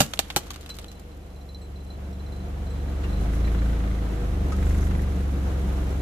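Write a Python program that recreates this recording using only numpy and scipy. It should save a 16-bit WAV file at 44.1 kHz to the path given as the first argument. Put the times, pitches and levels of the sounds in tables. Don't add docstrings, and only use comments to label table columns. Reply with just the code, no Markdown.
import sys
import numpy as np
from scipy import signal
from scipy.fft import rfft, irfft
from scipy.io import wavfile
from scipy.ndimage import uniform_filter1d

SR = 44100
rng = np.random.default_rng(int(sys.argv[2]) if len(sys.argv) > 2 else 0)


def wrap_up_sound(samples):
    columns = np.atleast_2d(samples).T
    tamed = np.clip(columns, -1, 1)
    steps = np.round(tamed * 32767).astype(np.int16)
    wavfile.write(sys.argv[1], SR, steps)


N = 265041
T = np.arange(N) / SR

# (time [s], level [dB], hollow thump [dB],
# ringing [dB], bite near 3 kHz [dB], treble [dB], splintering t60 [s], left minus right [dB])
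CRACKS = [(.0038, -20, -11, 1, 2, 2, 0.0083, -22), (.0062, -10.5, 5.5, -3.5, -5.5, 3.5, 0.033, 2.5),
          (0.014, -22.5, 7, -2, -3.5, 5, 0.1, 3), (.0635, -35, -17, -20, -3, 1, 0.013, 7),
          (0.1359, -19, -20, -25, -1, -11.5, 0.028, 0), (.174, -40, -26, -22, 13, -7.5, 0.017, 1),
          (0.1913, -10, -14, -21, 1, 4, 0.006, 1), (0.1942, -26.5, -1.5, -9, -2, 4.5, 0.049, -8),
          (0.198, -30, -20, -20, -4, 7, 0.019, 6), (0.3022, -26, -28, -29, 4.5, -11.5, 0.045, 4),
          (0.3626, -12.5, -5, -16, 0.5, 4.5, 0.009, 0), (0.3651, -20.5, 5, -5, -3.5, 6.5, 0.073, 2.5),
          (0.467, -43, -19, -17, -2, -4, 0.063, 6), (0.5052, -26, -12, -28, -4, -5, 0.03, 4),
          (0.514, -42, -22, -20, 4, 7, 0.028, -2), (0.5342, -43, -28, -6, 0, 3, 0.032, 1),
          (.5411, -42, -25, -14, 1, -1, 0.051, 7), (0.5603, -34.5, -25, -26, 4, -4, 0.017, -1),
          (0.6095, -49.5, -19, -22, 3, 8, 0.052, 5), (.6295, -52, -24, -12, 5, 2, 0.023, 1),
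          (0.661, -39, -16, -23, 2.5, -1, 0.02, 3), (0.692, -38, -22, -19, 0, -3, 0.11, 2),
          (0.743, -49, -22, -20, -2, 3, .025, 4), (.7522, -47, -19, -20, -5, 7, .02, 2),
          (.7668, -50, -20, -20, -6, 11, .027, 2), (0.787, -36, -24, -26, 4.5, -1, 0.032, 1.5),
          (0.795, -49, -22, -20, 0, 6, .04, 2), (.8185, -54, -18, -20, 0, 3, .02, 2),
          (0.844, -35.5, -23, -27, 1, -4.5, 0.013, 5), (0.916, -42.5, -22, -15, 0, -4, 0.025, 5),
          (0.9962, -49, -22, -22, -6, 7, .031, 1)]
# (frequency [Hz], level [dB])
SNAP_SPECTRUM = [(150, -38), (500, -1), (1100, 4), (1900, 0), (2800, 4.5), (4000, 5), (5200, -0.5),
                 (7000, 1.5), (9000, -5), (11000, -7.5), (15000, -6)]
# (frequency [Hz], level [dB], t60 [s])
CRACK_RING = [(473, -16, 0.059), (718, 0.5, 0.035), (772, 2, 0.032), (1230, -19, .03), (1410, 6, 0.025),
              (1655, -7, 0.027), (2490, -17, 0.02), (2750, -5, 0.036), (3707, -4, 0.051),
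              (4340, -23, 0.043), (5000, -9, 0.059), (6740, -27, .06), (6970, -25, .06),
              (10600, -13, 0.065)]
# (frequency [Hz], level [dB], t60 [s])
HOLLOW_MODES = [(141, -13, 0.15), (185, -1, 0.063), (223.3, -21, 0.3), (249, -7.5, 0.063)]
# (time [s], frequency [Hz], level [dB], t60 [s])
PIECES = [(.004, 597, -15, 0.071), (.006, 259, -25, 0.052), (.006, 2875, -26, 0.062),
          (.006, 3880, -29, 0.055), (0.1917, 2650, -16, 0.007), (0.1917, 3750, -17, 0.018),
          (0.1917, 4500, -19, 0.014), (0.193, 660, -20, .022), (.1935, 780, -19.5, 0.034),
          (0.3032, 1040, -38, 0.048), (0.363, 1540, -26, 0.03), (0.3648, 363, -21.5, 0.063),
          (.365, 465, -26, 0.032), (.3655, 720, -28, .025), (.3655, 822, -19.5, 0.054),
          (.366, 990, -30, 0.04), (.7876, 3840, -40, .018)]
CRUMBLE_FROM_S, TYRE_OFF_S, CRUMB_FADE_DB_PER_S = 0.32, 0.95, 2.5

# (time [s], firing rate [Hz], level [dB])
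FIRING = [(0.12, 24.65, -45), (0.9, 24.66, -44.5), (1.39, 23.3, -42.5), (1.89, 23.4, -39),
          (2.05, 23.66, -38), (2.46, 23.77, -34), (3.01, 23, -29.5), (3.45, 28.04, -23.5),
          (3.69, 27.94, -24.5), (4.16, 26.4, -29), (4.31, 24.75, -27.5), (4.46, 23.03, -25),
          (4.49, 23.16, -28), (4.68, 25.01, -21.5), (4.71, 25.06, -22.5), (5.07, 23.52, -27),
          (5.46, 22.44, -27), (5.95, 22.2, -27.5)]
# (frequency [Hz], level [dB])
PIPE_SPECTRUM = [(22, -8), (25, 0), (28, 4), (90, 4.5), (112, 1), (140, 0.5), (168, -3.5), (178, -3),
                 (193, 3.5), (208, -12), (270, -6), (400, -15), (560, -22)]
# (time [s], level [dB])
NEARNESS = [(0, -45.5), (1.55, -49.5), (2.0, -43.5), (2.6, -39), (3.15, -33.5), (6, -33.5)]
# (start [s], hold [s], load [0-1])
THROTTLE = [(3.22, 0.39, 0.75), (4.537, 0.1, 1)]
# (frequency [Hz], level [dB])
RUMBLE_SPECTRUM = [(25, -30), (53, -4.5), (90, -6.5), (130, -12.5), (193, -5.5), (223, -13.5), (299, -15.5),
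                   (374, -10.5), (426, -19), (485, -12.5), (565, -19), (682, -16.5), (904, -22.5),
                   (1500, -28), (1950, -34.5), (3300, -120)]
# (frequency [Hz], level [dB])
HISS_SPECTRUM = [(710, -33), (1200, -4), (1570, -7.5), (1690, -9.5), (2020, -7.5), (2440, -9.5),
                 (3860, -13), (4150, -13.5), (4610, -19), (6430, -18), (8980, -24), (11200, -22),
                 (14500, -28.5)]
# (frequency [Hz], width [Hz], level [dB])
PANEL_BANDS = [(191.5, 5.4, -9), (292.7, 5.1, -12.5), (479.5, 7.1, -16), (691, 10, -23.5)]
# (frequency [Hz], width [Hz], level [dB])
KNOCK_BANDS = [(1150, 500, -6), (1560, 330, -6), (2000, 450, -6.5), (3020, 1800, -13)]

# (time [s], level [dB], second mode [dB], third mode [dB])
PINGS = [(.7012, -31.5, -25, -27), (0.882, -43.5, -18, -21), (0.953, -54, -21, -18), (1.008, -63, -22, -22),
         (1.1152, -56, -18, -18), (1.302, -62, -20, -22), (1.3613, -53.5, -22, -24),
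         (1.4121, -55, -11, -22), (1.4896, -46.5, -19, -28), (1.5462, -40.5, -19, -34),
         (1.617, -50.5, -22, -10), (1.652, -59, -20, -20), (1.7589, -49, -26, -26), (1.803, -55, -20, -20),
         (1.865, -55, -18, -18), (1.9032, -44, -27, -30), (1.935, -60, -20, -20), (2.05, -59, -18, -18),
         (2.1284, -55, -7, -15), (2.1974, -50.5, -24, -26), (2.2633, -51, -14, -26),
         (2.3214, -48.5, -24, -26), (2.362, -53, -20, -20), (2.402, -54, -20, -22), (2.6673, -50, -22, -22),
         (2.7064, -53, -14, -8), (2.724, -57, -20, -18), (2.802, -56, -21, -20), (2.885, -56, -20, -20),
         (3.035, -54, -20, -20), (3.0937, -52, -20, -20), (3.1288, -47, -18, -20),
         (3.1609, -47.5, -20, -18), (3.208, -52, -20, -20), (3.4488, -44.5, -20, -24),
         (3.5911, -49.5, -18, -20)]
# (frequency [Hz], level [dB], t60 [s])
METAL_MODES = [(4044, 1, 0.096), (5600, 6, .05), (7920, 6, 0.08)]
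# (time [s], frequency [Hz], width [Hz], level [dB], t60 [s], rasp [dB])
CLUNKS_AND_HARD_KNOCKS = [(3.033, 3300, 1800, -46, .04, -16), (3.042, 2800, 200, -41, 0.066, -20),
                          (3.038, 1504, 1620, -39, 0.1, -22), (3.476, 1900, 900, -37, .045, -20),
                          (3.546, 1490, 1300, -36, 0.042, -20), (3.618, 1600, 800, -36, .045, -20),
                          (4.521, 1498, 1800, -40.5, 0.1, -2.5), (5.4405, 1000, 1505, -44, .025, -15)]
# (frequency [Hz], level [dB], t60 [s])
TOCK_MODES = [(1262, -27, 0.074), (1346, -44, 0.096)]

# (frequency [Hz], level [dB])
GRIT_SPECTRUM = [(1000, 4.5), (3500, -6), (5000, 1.5), (6700, 5.5), (9500, 0), (11500, 4.5), (14500, -10)]
# (middle [s], half length [s], level [dB])
SCRUBS = [(3.22, .025, -53), (3.36, .035, -52.5), (3.527, .015, -52), (3.68, 0.032, -56),
          (4.722, 0.15, -52.5), (4.864, 0.017, -52), (5.02, 0.016, -56)]
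# (time [s], frequency [Hz], level [dB])
STONES = [(4.657, 7300, -44), (4.693, 6500, -45), (4.735, 7300, -46), (4.778, 6400, -48),
          (4.816, 6350, -45), (4.858, 6840, -55), (4.973, 10980, -48), (5.017, 11230, -46),
          (5.186, 7780, -56)]
# (frequency [Hz], level [dB])
BAY_SPECTRUM = [(22, -16), (45, 0), (100, 1), (200, -5.5), (300, -1), (400, -7.5), (480, 1.5), (560, -8.5),
                (680, -4.5), (850, -12), (1500, -21), (3000, -20.5), (8000, -35), (14000, -33)]


def toy(crumb_db=-49, crumb_spread_db=2.0, crumbs=26, lag_s=.00009):
    out = np.zeros((2, N))
    for s, db, *character, balance_db in CRACKS:
        add(out, s, crack(*character) * undb(db) * pan(balance_db / 2))
    for s, size in scattered(CRUMBLE_FROM_S, TYRE_OFF_S, crumbs):
        crumb = crack(thump_db=-16, ring_db=-27, bite_db=-1, treble_db=2, t60=0.022)
        add(out, s, undb(crumb_db - CRUMB_FADE_DB_PER_S * s + crumb_spread_db * size) * crumb)
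    late = np.interp(T - lag_s, T, out[0], left=0)
    out[0] = colour(late, [(600, -2.0), (2000, -3.5), (8000, -5.0), (13000, -2.5)])
    return out


def crack(thump_db, ring_db, bite_db, treble_db, t60, first_snap_db=15, scatter_db=4.5):
    t = T[:SR // 5]
    grains = unit(rng.standard_normal((3, len(t))) * undb(scatter_db * rng.standard_normal(len(t))))
    run = (grains[0] + 1.48 * grains[1:]) * fade(t, t60)
    run[:, 0] -= undb(first_snap_db)
    snap = signal.fftconvolve(run, snapping_edge(bite_db, treble_db)[None], axes=1)[:, :len(t)]
    ringing = undb(ring_db - 3) * ring(CRACK_RING, t, detune=0.0033)
    hollow = undb(thump_db - 3) * ring(HOLLOW_MODES, t, detune=0.018)
    return snap + rise(t, 0.0016) * (ringing + hollow)


def snapping_edge(bite_db, treble_db, bite_hz=2900, treble_hz=4500, patchy_db=1.6, size=512):
    hz = np.fft.rfftfreq(size, 1 / SR)
    bite = bite_db * np.exp(-(2 * np.log((hz + 1) / bite_hz)) ** 2)
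    treble = treble_db * hz ** 2 / (hz ** 2 + treble_hz ** 2)
    patches = patchy_db * unit(uniform_filter1d(rng.standard_normal(len(hz)), size=2))
    cepstrum = irfft(np.log(gain_at(hz, SNAP_SPECTRUM) * undb(bite + treble + patches)))
    cepstrum[1:size // 2] *= 2
    cepstrum[size // 2:] = 0
    return irfft(np.exp(rfft(cepstrum)))


def splinters(level_db=-52, spread_db=3.5, centre_hz=4200, spread_octaves=0.68, wake_s=.014, count=150):
    out = np.zeros((2, N))
    fractures = [s for s, *_ in CRACKS if CRUMBLE_FROM_S < s < TYRE_OFF_S]
    times = rng.choice(fractures, count) + wake_s * rng.exponential(size=count)
    for s, (size, pitch) in zip(times, np.clip(rng.standard_normal((count, 2)), -2, 2)):
        hz = centre_hz * 2 ** (spread_octaves * pitch)
        db = level_db + spread_db * size - CRUMB_FADE_DB_PER_S * (s - CRUMBLE_FROM_S)
        add(out, s, burst([(hz, hz / 2, 0)], t60=0.013) * undb(db) * pan(1))
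    return out


def pieces():
    out = np.zeros((2, N))
    for s, hz, db, t60 in PIECES:
        add(out, s, ring([(hz, db, t60)], T[:SR // 5]) * pan(2))
    return out


def exhaust(boom_db=2.5, pipe_db=-12, silencer_hz=61.64, silencer_width_hz=24.7, lag_s=0.00024):
    firing_hz, level_db = curves(FIRING)
    phase = firing_phase()
    off_resonance = [2 * (k * firing_hz - silencer_hz) / silencer_width_hz for k in (2, 3)]
    second, third = (undb(1.6 * walk(5.85)) / (1 + off ** 2) for off in off_resonance)
    boom = np.sqrt(2) * (second * np.sin(2 * phase) + third * np.sin(3 * phase)) / np.hypot(second, third)
    pipe = np.zeros(N)
    for k in (1, *range(4, 25)):
        strength = gain_at(k * firing_hz, PIPE_SPECTRUM) * undb(1.47 * walk(9))
        pipe += strength * np.sin(k * phase + rng.uniform(0, 2 * np.pi) + 0.37 * walk(3.616))
    tone = undb(level_db) * (undb(boom_db) * boom + undb(pipe_db) * pipe)
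    left = np.interp(T - lag_s, T, tone)
    return np.array([left, tone]) * pan(0.1)


def gas_flow(rumble_db=-2, panel_db=-1.5, hiss_db=-14.5, hiss_load_db=1.5, flicker_db=1.28):
    near_db = curves(NEARNESS)[0]
    puffs = (1 + 0.082 * np.cos(firing_phase())) * undb(flicker_db * walk(25.13))
    shake = diffuse()
    panels = undb(panel_db) * sum(undb(db) * unit(resonate(shake, hz, w)) for hz, w, db in PANEL_BANDS)
    rumble = undb(rumble_db) * unit(colour(diffuse(), RUMBLE_SPECTRUM)) * puffs
    hiss = unit(colour(diffuse(), HISS_SPECTRUM)) * np.sqrt(puffs) * pan(-1)
    return undb(near_db) * (panels + rumble + undb(hiss_db + hiss_load_db * engine_load()) * hiss)


def knocks(idle_db=-10.5, load_db=11.5, linger_s=0.22):
    out = np.zeros((2, N))
    load = np.maximum(engine_load(), np.interp(T - linger_s, T, engine_load()))
    level_db = curves(NEARNESS)[0] + idle_db + load_db * load
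    firings = np.flatnonzero(np.diff(firing_phase() // (2 * np.pi)))
    for i in firings:
        gain = undb(level_db[i] + rng.standard_normal())
        add(out, T[i], gain * burst(KNOCK_BANDS, t60=0.047, rise_s=0.0021))
    return out


def firing_phase():
    return 2 * np.pi * np.cumsum(curves(FIRING)[0]) / SR


def engine_load(rise_s=0.086, fall_s=0.28):
    return sum(load * np.interp(T - s, np.cumsum([0, rise_s, hold, fall_s]), [0, 1, 1, 0])
               for s, hold, load in THROTTLE)


def pings(tick_db=-10, bounce_below_db=-44, bounce_s=0.02, bounce_db=-15.5):
    out, t = np.zeros((2, N)), T[:SR // 3]
    for s, db, second_db, third_db in PINGS:
        modes = metal_modes(second_db, third_db)
        tick = undb(tick_db) * rng.standard_normal((2, len(t))) * fade(t, 0.014)
        gain = undb(db + 1) * pan(-1)
        add(out, s, gain * (ring(modes, t, detune=0.0019) * rise(t, .0006) + tick))
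        if db < bounce_below_db:
            bounce = ring(modes, t, detune=0.0017) * undb(bounce_db)
            add(out, s + bounce_s * (1 + 0.35 * rng.standard_normal()), gain * bounce)
    return out


def metal_modes(second_db, third_db):
    return [(hz, db + shift, t60) for (hz, db, t60), shift in zip(METAL_MODES, (0, second_db, third_db))]


def clunks_and_hard_knocks(rasp_hz=5650, rasp_width_hz=4980, tock_s=4.5205):
    out, t = np.zeros((2, N)), T[:SR // 3]
    for s, hz, width_hz, db, t60, rasp_db in CLUNKS_AND_HARD_KNOCKS:
        add(out, s, undb(db) * burst([(hz, width_hz, 0), (rasp_hz, rasp_width_hz, rasp_db)], t60))
    add(out, tock_s, ring(TOCK_MODES, t) * rise(t, 0.0026))
    return out


def chatter(from_s=1.2, to_s=4.2, contacts_per_s=55, level_db=-72.5, spread_db=6):
    contacts = (rng.random(N) < contacts_per_s / SR) & (T > from_s) & (T < to_s)
    near_db = curves(NEARNESS)[0]
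    db = level_db + spread_db * np.clip(rng.standard_normal(N), -2, 2) + .3 * (near_db - near_db.mean())
    return signal.fftconvolve(contacts * undb(db), ring(metal_modes(-18, -18), T[:SR // 3]))[:N]


def grit(scatter_db=5, clump_db=3, hiss_db=-54.5, release_s=0.46, rear_from_s=2.2):
    grains = rng.standard_normal((2, N)) * undb(scatter_db * rng.standard_normal(N) + clump_db * walk(260))
    front = undb(-48 - 32.5 * T)
    rear = undb(-66.5 + 2.5 * np.maximum(T - rear_from_s, 0))
    scrubs = sum(undb(db) * np.exp(-((T - s) / half) ** 2) for s, half, db in SCRUBS)
    crunch = unit(colour(grains, GRIT_SPECTRUM)) * np.sqrt(front ** 2 + rear ** 2 + scrubs ** 2)
    on_toy = np.interp(T - TYRE_OFF_S, [-release_s, release_s], [1, 0])
    hiss = unit(colour(diffuse(), HISS_SPECTRUM)) * undb(hiss_db) * on_toy
    return crunch * pan(-2) + hiss


def stones(width_hz=894):
    out = np.zeros((2, N))
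    for s, hz, db in STONES:
        add(out, s, burst([(hz, width_hz, 0)], t60=0.077, rise_s=.003) * undb(db) * pan(-0.5))
    return out


def engine_bay(level_db=-49.5):
    return undb(level_db + 0.39 * walk(16)) * unit(colour(diffuse(), BAY_SPECTRUM))


def yard(x, wet_db=-19, t60=0.31, dull_hz=6000):
    t = T[:SR // 2]
    tail = rng.standard_normal((2, len(t))) * fade(t, t60) * rise(t, 0.0043)
    tail = signal.lfilter(*signal.butter(1, dull_hz, fs=SR), tail / np.sqrt(np.sum(tail ** 2) / 2))
    return x + undb(wet_db) * signal.fftconvolve(x, tail, axes=1)[:, :N]


def diffuse(alike_hz=620):
    likeness = .98 * np.exp(-(np.fft.rfftfreq(N, 1 / SR) / alike_hz) ** 2)
    mid, side = irfft(rfft(rng.standard_normal((2, N))) * np.sqrt([1 + likeness, 1 - likeness]), N)
    return np.array([mid + side, mid - side]) / np.sqrt(2)


def burst(bands, t60, rise_s=0.00046):
    t = T[:SR // 5]
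    body = sum(undb(db) * unit(resonate(resonate(rng.standard_normal((2, len(t))), hz, w), hz, w))
               for hz, w, db in bands)
    return body * fade(t, t60) * rise(t, rise_s)


def ring(modes, t, detune=0.):
    return sum(undb(db) * np.sin(2 * np.pi * hz * (1 + detune * rng.standard_normal()) * t) * fade(t, t60)
               for hz, db, t60 in modes)


def resonate(x, hz, width_hz):
    return signal.lfilter(*signal.iirpeak(hz, hz / width_hz, SR), x)


def colour(x, spectrum):
    return irfft(rfft(x) * gain_at(np.fft.rfftfreq(N, 1 / SR), spectrum), N)


def gain_at(hz, spectrum):
    f, db = np.transpose(spectrum)
    return undb(np.interp(np.log(hz + 1), np.log(f), db))


def curves(table):
    s, *columns = np.transpose(table)
    return [np.interp(T, s, c) for c in columns]


def scattered(start_s, end_s, count):
    place, size = rng.random(count), rng.standard_normal(count)
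    return zip(start_s + (end_s - start_s) * (np.arange(count) + place) / count, np.clip(size, -2, 2))


def walk(rate_hz):
    k = int(SR / rate_hz)
    steps = np.repeat(rng.standard_normal(N // k + 1), k)
    return unit(uniform_filter1d(uniform_filter1d(steps, k), k)[:N])


def rise(t, rise_s):
    return 1 - np.exp(-t / rise_s)


def fade(t, t60):
    return np.exp(-np.log(1000) * t / t60)


def pan(db):
    return undb([[db], [-db]])


def add(out, s, sound):
    i = max(int(s * SR), 0)
    out[:, i:i + sound.shape[-1]] += sound[..., :N - i]


def undb(db):
    return 10 ** (np.asarray(db) / 20)


def unit(x):
    return x / np.sqrt(np.mean(x ** 2))


def scene():
    car = exhaust() + gas_flow() + engine_bay() + grit() + stones()
    strikes = toy() + splinters() + pieces() + pings() + clunks_and_hard_knocks() + chatter() + knocks()
    return car + yard(strikes)


def record(dry, top_hz=14600):
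    return signal.sosfilt(signal.ellip(8, .2, 70, top_hz, fs=SR, output="sos"), np.tanh(dry))


dry = scene()
out = record(dry)
wrap_up_sound(out)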